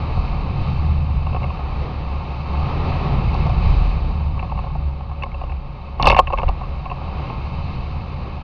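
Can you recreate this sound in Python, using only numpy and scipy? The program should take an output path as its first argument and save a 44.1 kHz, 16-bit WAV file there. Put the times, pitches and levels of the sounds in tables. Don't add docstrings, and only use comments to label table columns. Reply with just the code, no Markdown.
import sys
import numpy as np
from scipy import signal
from scipy.fft import rfft, irfft
from scipy.io import wavfile
from scipy.ndimage import uniform_filter1d

SR = 44100
rng = np.random.default_rng(int(sys.argv[2]) if len(sys.argv) > 2 else 0)


def decibels_to_gain(level_db):
    exponent = np.asarray(level_db, float) / 20
    return 10 ** exponent


def wrap_up_sound(samples):
    columns = np.atleast_2d(samples).T
    tamed = np.clip(columns, -1, 1)
    steps = np.round(tamed * 32767).astype(np.int16)
    wavfile.write(sys.argv[1], SR, steps)


N = 371763
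TIME_S = np.arange(N) / SR


def in_time(rows):
    s, *columns = np.transpose(rows)
    return [np.interp(TIME_S, s, column) for column in columns]


def rms_one(x):
    return x / np.sqrt(np.mean(x ** 2) + 1e-20)


def drift(rate_hz):
    r = np.exp(-80 * np.pi * rate_hz / SR)
    white = rng.standard_normal(N // 40 + 2002)
    slow = signal.lfilter([1], [1, -2 * r, r * r], white)[2000:]
    return np.interp(np.arange(N) / 40, np.arange(len(slow)), rms_one(slow))


def resonate(x, hz, width_hz):
    r = np.exp(-np.pi * width_hz / SR)
    zeros = np.array([1, 0, -1]) * (1 - r * r) / 2
    poles = [1, -2 * r * np.cos(2 * np.pi * hz / SR), r * r]
    return signal.lfilter(zeros, poles, x + 1e-18)


def evened(x, window_s, share):
    power = uniform_filter1d(x ** 2, size=int(window_s * SR)) + 1e-9
    return rms_one(x / power ** (share / 2))


# t/s, level/dB
SWAY = [(0.0, -27.5), (0.7, -30), (1.03, -29.5), (2.49, -42), (2.96, -28), (3.19, -24.5), (3.85, -25),
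        (4.27, -32.5), (4.69, -31.5), (5.05, -39.5), (5.33, -35), (5.8, -42), (6.17, -32.5), (7.0, -36.5),
        (8.12, -38), (8.43, -43.5)]
# f/Hz, level/dB per Hz
BUFFET = [(10, 1.5), (25, 0), (50, 0.5), (100, -0.5), (160, -14.5), (200, -23), (300, -38.5)]
HUM_DB, HUM_FOLLOWS, HUM_FOLLOWS_SWAY, HUM_WANDER_DB = -29, 0.76, 0.3, 1.5


def frame():
    speed_db, _ = air_stream()
    rough_db, = in_time(SWAY)
    flutter_hz, flutter_db = in_time(FLUTTER)
    sway_db = jolted(rough_db + 3.0 + 2.1 * drift(2.6), column=1)
    hum_db = HUM_DB + HUM_FOLLOWS * speed_db + HUM_FOLLOWS_SWAY * (rough_db - rough_db.mean())
    hum_db = jolted(hum_db + HUM_WANDER_DB * drift(1.9), column=2)
    shaken = flutter(flutter_hz, flutter_db)
    shaken = shaken + decibels_to_gain(sway_db + 1.0) * sway(speed_db) + decibels_to_gain(hum_db - 1.0) * batten_hum()
    port_db = 0.54 * (sway_db + hum_db) - 0.039 * flutter_db + 0.9
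    return shaken + decibels_to_gain(port_db) * buffet(BUFFET, lumpy_db=-3.0)


# t/s, f/Hz, level/dB
FLUTTER = [(0.0, 74.51, -23.5), (1.06, 76.24, -22), (2.35, 68.9, -26.5), (2.96, 79.17, -24.5),
           (3.19, 65.1, -23.5), (3.52, 68, -19), (3.71, 75.77, -19), (3.83, 66.5, -23.5),
           (4.3, 73.32, -21.5), (4.51, 67.31, -27), (5.42, 72.7, -28.5), (5.66, 66.33, -35.5),
           (6.15, 75.82, -27), (6.93, 63.54, -35.5), (7.04, 75.95, -25.5), (7.37, 68.66, -30.5),
           (7.65, 76.8, -28), (8.43, 70.5, -32)]


def flutter(hz, level_db):
    turns = np.cumsum(hz * (1 + 0.03913 * drift(8.57))) / SR
    tone = np.sqrt(2) * np.sin(2 * np.pi * turns)
    return tone * decibels_to_gain(level_db - 0.26 + puffs() + 2.2 * drift(21))


# t/s, change of the flutter level/dB
PUFFS = [(0.27, -11), (0.62, -10.5), (0.92, 7), (1.55, -19), (1.74, -1.5), (1.9, -9), (2.6, 4), (3.08, -2),
         (3.28, 3), (3.34, -2), (4.46, -12.5), (4.86, 8.5), (5.0, -3.5), (5.33, -7), (5.54, 7.5),
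         (5.73, -8), (6.36, -17), (6.74, 8.5), (6.88, -6), (7.3, -23), (7.39, 1.5), (7.51, -5), (7.71, -5),
         (7.96, 7)]


def puffs():
    puff_s = 0.039
    return sum(db * np.exp(-((TIME_S - s) / puff_s) ** 2) for s, db in PUFFS)


def sway(speed_db):
    sway_hz, width_hz = 40.34, 8
    loose = resonate(resonate(rng.standard_normal(N), sway_hz, width_hz), sway_hz, 37)
    turns = np.cumsum(sway_hz * (1 + 0.017 * drift(1.0))) / SR
    locked = np.sqrt(2) * np.sin(2 * np.pi * turns)
    lock = np.clip(speed_db / 8.7, 0, 1)
    return np.sqrt(lock) * locked + np.sqrt(1 - lock) * evened(loose, 0.055, share=0.61)


def batten_hum():
    hum_hz, width_hz = 134.7, 31
    hum = resonate(resonate(rng.standard_normal(N), hum_hz, width_hz), hum_hz, 98)
    return evened(hum, 0.081, share=0.4)


# t/s, sway level/dB, batten hum level/dB, port eddies level/dB, fall/s
JOLTS = [
    (6.069, -16.5, -22, -26.5, 0.097),
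    (6.36, -41, -42, -47, 0.029),
    (6.481, -14.5, -45, -37, 0.043),
]


def jolted(steady_db, column):
    rise_share = 0.68
    power = decibels_to_gain(2 * steady_db)
    for row in JOLTS:
        late = (TIME_S - row[0]) / row[-1]
        late = np.where(late < 0, late / rise_share, late)
        power = power + decibels_to_gain(2 * row[column]) * np.exp(-2 * late ** 2)
    return 10 * np.log10(power)


def buffet(spectrum, lumpy_db):
    hz = np.fft.rfftfreq(N, 1 / SR) + 1
    corner_hz, corner_db = np.transpose(spectrum)
    colour_db = np.interp(np.log(hz), np.log(corner_hz), corner_db, right=-120)
    noise = irfft(rfft(rng.standard_normal(N)) * decibels_to_gain(colour_db), N)
    return rms_one(noise) * decibels_to_gain(lumpy_db * drift(4.4))


# t/s, peak level/dB, middle modes relative level/dB, top modes relative level/dB
RELEASE = [(5.998, -6, -19.5, -36), (6.004, -17, -13, -33), (6.014, -10.5, -13, -33),
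           (6.025, -16.5, -10, 7.5), (6.030, -9.5, -1, -25), (6.043, -6, -12, -35), (6.055, -5.5, -14, -8),
           (6.061, -6, -2.5, -20), (6.070, 4, -5.5, -25), (6.076, -2.5, -6.5, -11),
           (6.083, -10.5, -4.5, -3.5), (6.087, -9, -6, -1), (6.099, -2.5, -2.5, -13),
           (6.103, -0.5, -6, -16.5), (6.111, -10, -4, -14), (6.116, -6.5, 2, -16), (6.124, -2, -16, -23),
           (6.132, -14, -7, -17), (6.146, -5.5, -6, -26), (6.165, 0, -12.5, -22.5), (6.172, -15, 1, -21),
           (6.178, -15, 2, -14), (6.183, -6, -9.5, -18), (6.189, 8, -13.5, -28.5), (6.194, 1.5, -17.5, -23)]
# t/s, peak level/dB, middle modes relative level/dB
KNOCKS = [(0.174, -19, -29), (0.771, -28.5, -16.5), (1.266, -18, -12.5), (1.327, -20, -12),
          (1.346, -13, -16), (1.363, -15, -12), (1.415, -17, -24), (1.501, -19.5, -8.5),
          (1.589, -22.5, -22), (3.342, -14, -22.5), (3.465, -16, -27), (3.494, -14.5, -23),
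          (4.373, -23.5, -24), (4.393, -21, -2), (4.427, -16.5, -12), (4.444, -24, -17), (4.55, -25, -14),
          (4.574, -19, -14), (4.589, -16.5, -14.5), (4.639, -21, -18), (4.664, -20, -24), (4.702, -27, -28),
          (4.75, -21, -26), (5.007, -23.5, -16), (5.261, -23.5, -29), (5.414, -18, -13.5),
          (5.436, -17.5, -16.5), (5.498, -24, -11)]
# t/s, peak level/dB, middle modes relative level/dB
SETTLING = [(6.272, -17, 1.5), (6.301, -13.5, -18), (6.395, -13, -13), (6.494, -12.5, -21),
            (6.572, -29, -21), (6.611, -17.5, -24), (6.634, -22, -17), (6.855, -18, -9.5),
            (7.013, -22.5, -22), (7.075, -21, -13), (7.19, -22, -19), (7.603, -26, -27)]
# t/s of landing, peak level/dB, middle modes relative level/dB,
# top modes relative level/dB, touch earlier by/ms
ROCKS = [(1.44, -16.5, -7.5, -41, 9.2), (4.517, -14.5, -18, -48, 20), (5.114, -23, -19, -37, 18),
         (5.234, -13, -4, -19, 11), (5.343, -22.5, -7.5, -38, 26), (5.519, -24, -8.5, -28, 24),
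         (6.331, -5, -15, -31, 7), (6.384, -12, -5.5, -23, 10), (6.431, -9, -16, -30, 14),
         (6.487, -12, -10, -15, 7.2), (6.914, -12.5, -12.5, -36, 16), (7.297, -18, -10, -31, 28)]
KNOCK_TOP_DB, KNOCK_MS, RELEASE_MS = -33.5, 5.18, 3.17
TOUCH_LOSS_DB, TOUCH_BRIGHTER_DB, TOUCH_MS = 9, 6, 4.3
TAUT_TOP_GAIN = 2.7


def contacts():
    speed_db, _ = air_stream()
    rows = [(*row, RELEASE_MS) for row in RELEASE]
    for s, db, middle_db in KNOCKS + SETTLING:
        taut_db = TAUT_TOP_GAIN * max(speed_db[round(s * SR)], 0)
        rows.append((s, db, middle_db, KNOCK_TOP_DB + taut_db, KNOCK_MS))
    for s, db, middle_db, top_db, earlier_ms in ROCKS:
        rows.append((s, db, middle_db, top_db, KNOCK_MS))
        touch_s = s - earlier_ms / 1000
        rows.append((touch_s, db - TOUCH_LOSS_DB, middle_db + TOUCH_BRIGHTER_DB, KNOCK_TOP_DB, TOUCH_MS))
    lengths = np.exp(0.2 * rng.standard_normal(len(rows)))
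    return [(*row[:-1], row[-1] * length) for row, length in zip(rows, lengths)]


# f/Hz, width in the wind f/Hz, wind level/dB, width when struck f/Hz, struck level/dB
LOW_MODES = [(384, 200, -18, 98, -15.5), (549, 95, -4, 70, -6), (747.3, 130, 1.5, 70, -0.5),
             (895.6, 106, 1.5, 87, -6), (1079, 131, 0.5, 53, 2), (1206, 190, -3.5, 25, -17)]
MIDDLE_MODES = [(1660, 170, -8.5, 270, -11), (2188, 150, -1.5, 85, 0.5), (2390, 300, -3, 150, -5),
                (2602, 220, 1.5, 81, 5.5), (2758, 160, -6.5, 160, 2.5), (3050, 140, -4.5, 54, -21.5)]
TOP_MODES = [(3550, 130, -12.5, 120, 8), (3873, 500, -7, 120, 2), (4422, 420, -10, 170, 7.5),
             (4800, 450, -17, 380, -6), (5250, 1300, -40.5, 220, -0.5), (6700, 2800, -27, 470, -12)]


def knocks(events):
    rows = np.array(events)
    length = 2600
    chatter = rng.standard_normal((len(rows), length))
    uneven = rng.standard_normal((len(rows), 18))
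    age_ms = np.arange(length) / SR * 1000
    out = np.zeros(N + length)
    k = 0
    # modes, relative dB, group dB, share of the contact length, lead in ms
    groups = ((LOW_MODES, 0, -3, 2.4, 3.2),
              (MIDDLE_MODES, rows[:, 2], -2.5, 1.3, 1.4),
              (TOP_MODES, rows[:, 3], -2.2, 0.9, 0.2))
    for modes, rel_db, group_db, brief, lead_ms in groups:
        span_ms = np.clip(rows[:, 4:] * brief, 0.2, 30)
        pressure = np.sin(np.pi * np.clip(age_ms / span_ms, 0, 1) ** (brief / 3))
        force = chatter * pressure
        rings = 0
        for hz, _, _, width_hz, struck_db in modes:
            ring = resonate(resonate(force, hz, width_hz), hz, 0.34 * hz)
            rings = rings + ring * (-1) ** k * decibels_to_gain(struck_db + 0.35 * uneven[:, k:k + 1])
            k += 1
        gains = decibels_to_gain(rows[:, 1] + rel_db + group_db) / np.abs(rings).max(axis=1)
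        for s, gain, ring in zip(rows[:, 0] - lead_ms / 1000, gains, rings):
            out[round(s * SR):][:length] += gain * ring
    return out[:N]


# t/s, speed as high rush level/dB, extra turbulence of sideslip level/dB
AIR = [(0.0, -42, 0.5), (0.84, -43, -.5), (1.15, -46, -1.5), (1.76, -46, 1.5), (2.4, -43.5, -0.3),
       (2.58, -41.5, 2.5), (2.95, -40.5, 3), (3.36, -39.5, 0.5), (3.76, -40, -0.5), (4.25, -47.5, -0.1),
       (4.5, -49.5, -1.5), (5.14, -52.5, -0.1), (5.8, -52, -0.5), (6.41, -51, 1.2), (6.8, -48.5, 0.2),
       (7.25, -44.5, 1.2), (7.7, -44.5, -1.5), (8.43, -48, -0.5)]


def air_stream():
    air_db, slip_db = in_time(AIR)
    return air_db + 45, slip_db


# f/Hz, level/dB per Hz
EDDIES = [(120, -19), (185, 2), (260, -3), (400, -3), (1000, -13.5), (1400, -25.5), (1900, -19),
          (3300, -26), (5000, -37.5), (6500, -53), (7200, -55.5)]
HIGH_RUSH_DB, LOW_RUSH_DB, LOW_FOLLOWS = -45.5, -37, 0.79
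EDDY_DB, EDDY_FOLLOWS, EDDY_FOLLOWS_SLIP = -39.5, 0.87, 1.2


def rush():
    speed_db, slip_db = air_stream()
    low_db = LOW_RUSH_DB + LOW_FOLLOWS * speed_db + slip_db
    high_db = HIGH_RUSH_DB + speed_db
    eddy_db = jolted(EDDY_DB + EDDY_FOLLOWS * speed_db + EDDY_FOLLOWS_SLIP * slip_db, column=3)
    gust = drift(3.9) + 0.34 * drift(45)
    low = decibels_to_gain(low_db) * singing(LOW_MODES, 0.49 * gust)
    high = decibels_to_gain(high_db) * singing(MIDDLE_MODES + TOP_MODES, 0.77 * gust)
    eddies = decibels_to_gain(eddy_db + 0.22 * gust) * buffet(EDDIES, lumpy_db=1.45)
    return low + high + eddies


def singing(modes, gust_db):
    out = 0
    for hz, width_hz, wind_db, _, _ in modes:
        band = resonate(resonate(rng.standard_normal(N), hz, 1.2 * width_hz), hz, 1.2 * width_hz)
        out = out + band * decibels_to_gain(wind_db + 0.36 * drift(6.4))
    return rms_one(out * decibels_to_gain(gust_db))


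def wire():
    wire_hz, width_hz = 559.4, 20
    hum = resonate(resonate(rng.standard_normal(N), wire_hz, width_hz), wire_hz, 2 * width_hz)
    return decibels_to_gain(-51.5) * rms_one(hum)


def scene():
    return (frame() + knocks(contacts()) + rush() + wire())[None]


def low_pass(x):
    return signal.sosfilt(signal.butter(12, 15750, fs=SR, output="sos"), x)


def record(dry):
    lowpass = signal.cheby2(8, 30, 7010, fs=SR, output="sos")
    dull = signal.sosfilt(lowpass, np.clip(dry, -1.05, 1.05))
    fade = np.clip((N - np.arange(N)) / (0.012 * SR), 0, 1)
    hiss = decibels_to_gain(-94) * rng.standard_normal(N)
    return low_pass(np.clip(dull, -0.97, 0.97) * fade + hiss)


dry = scene()
out = record(dry)
wrap_up_sound(out)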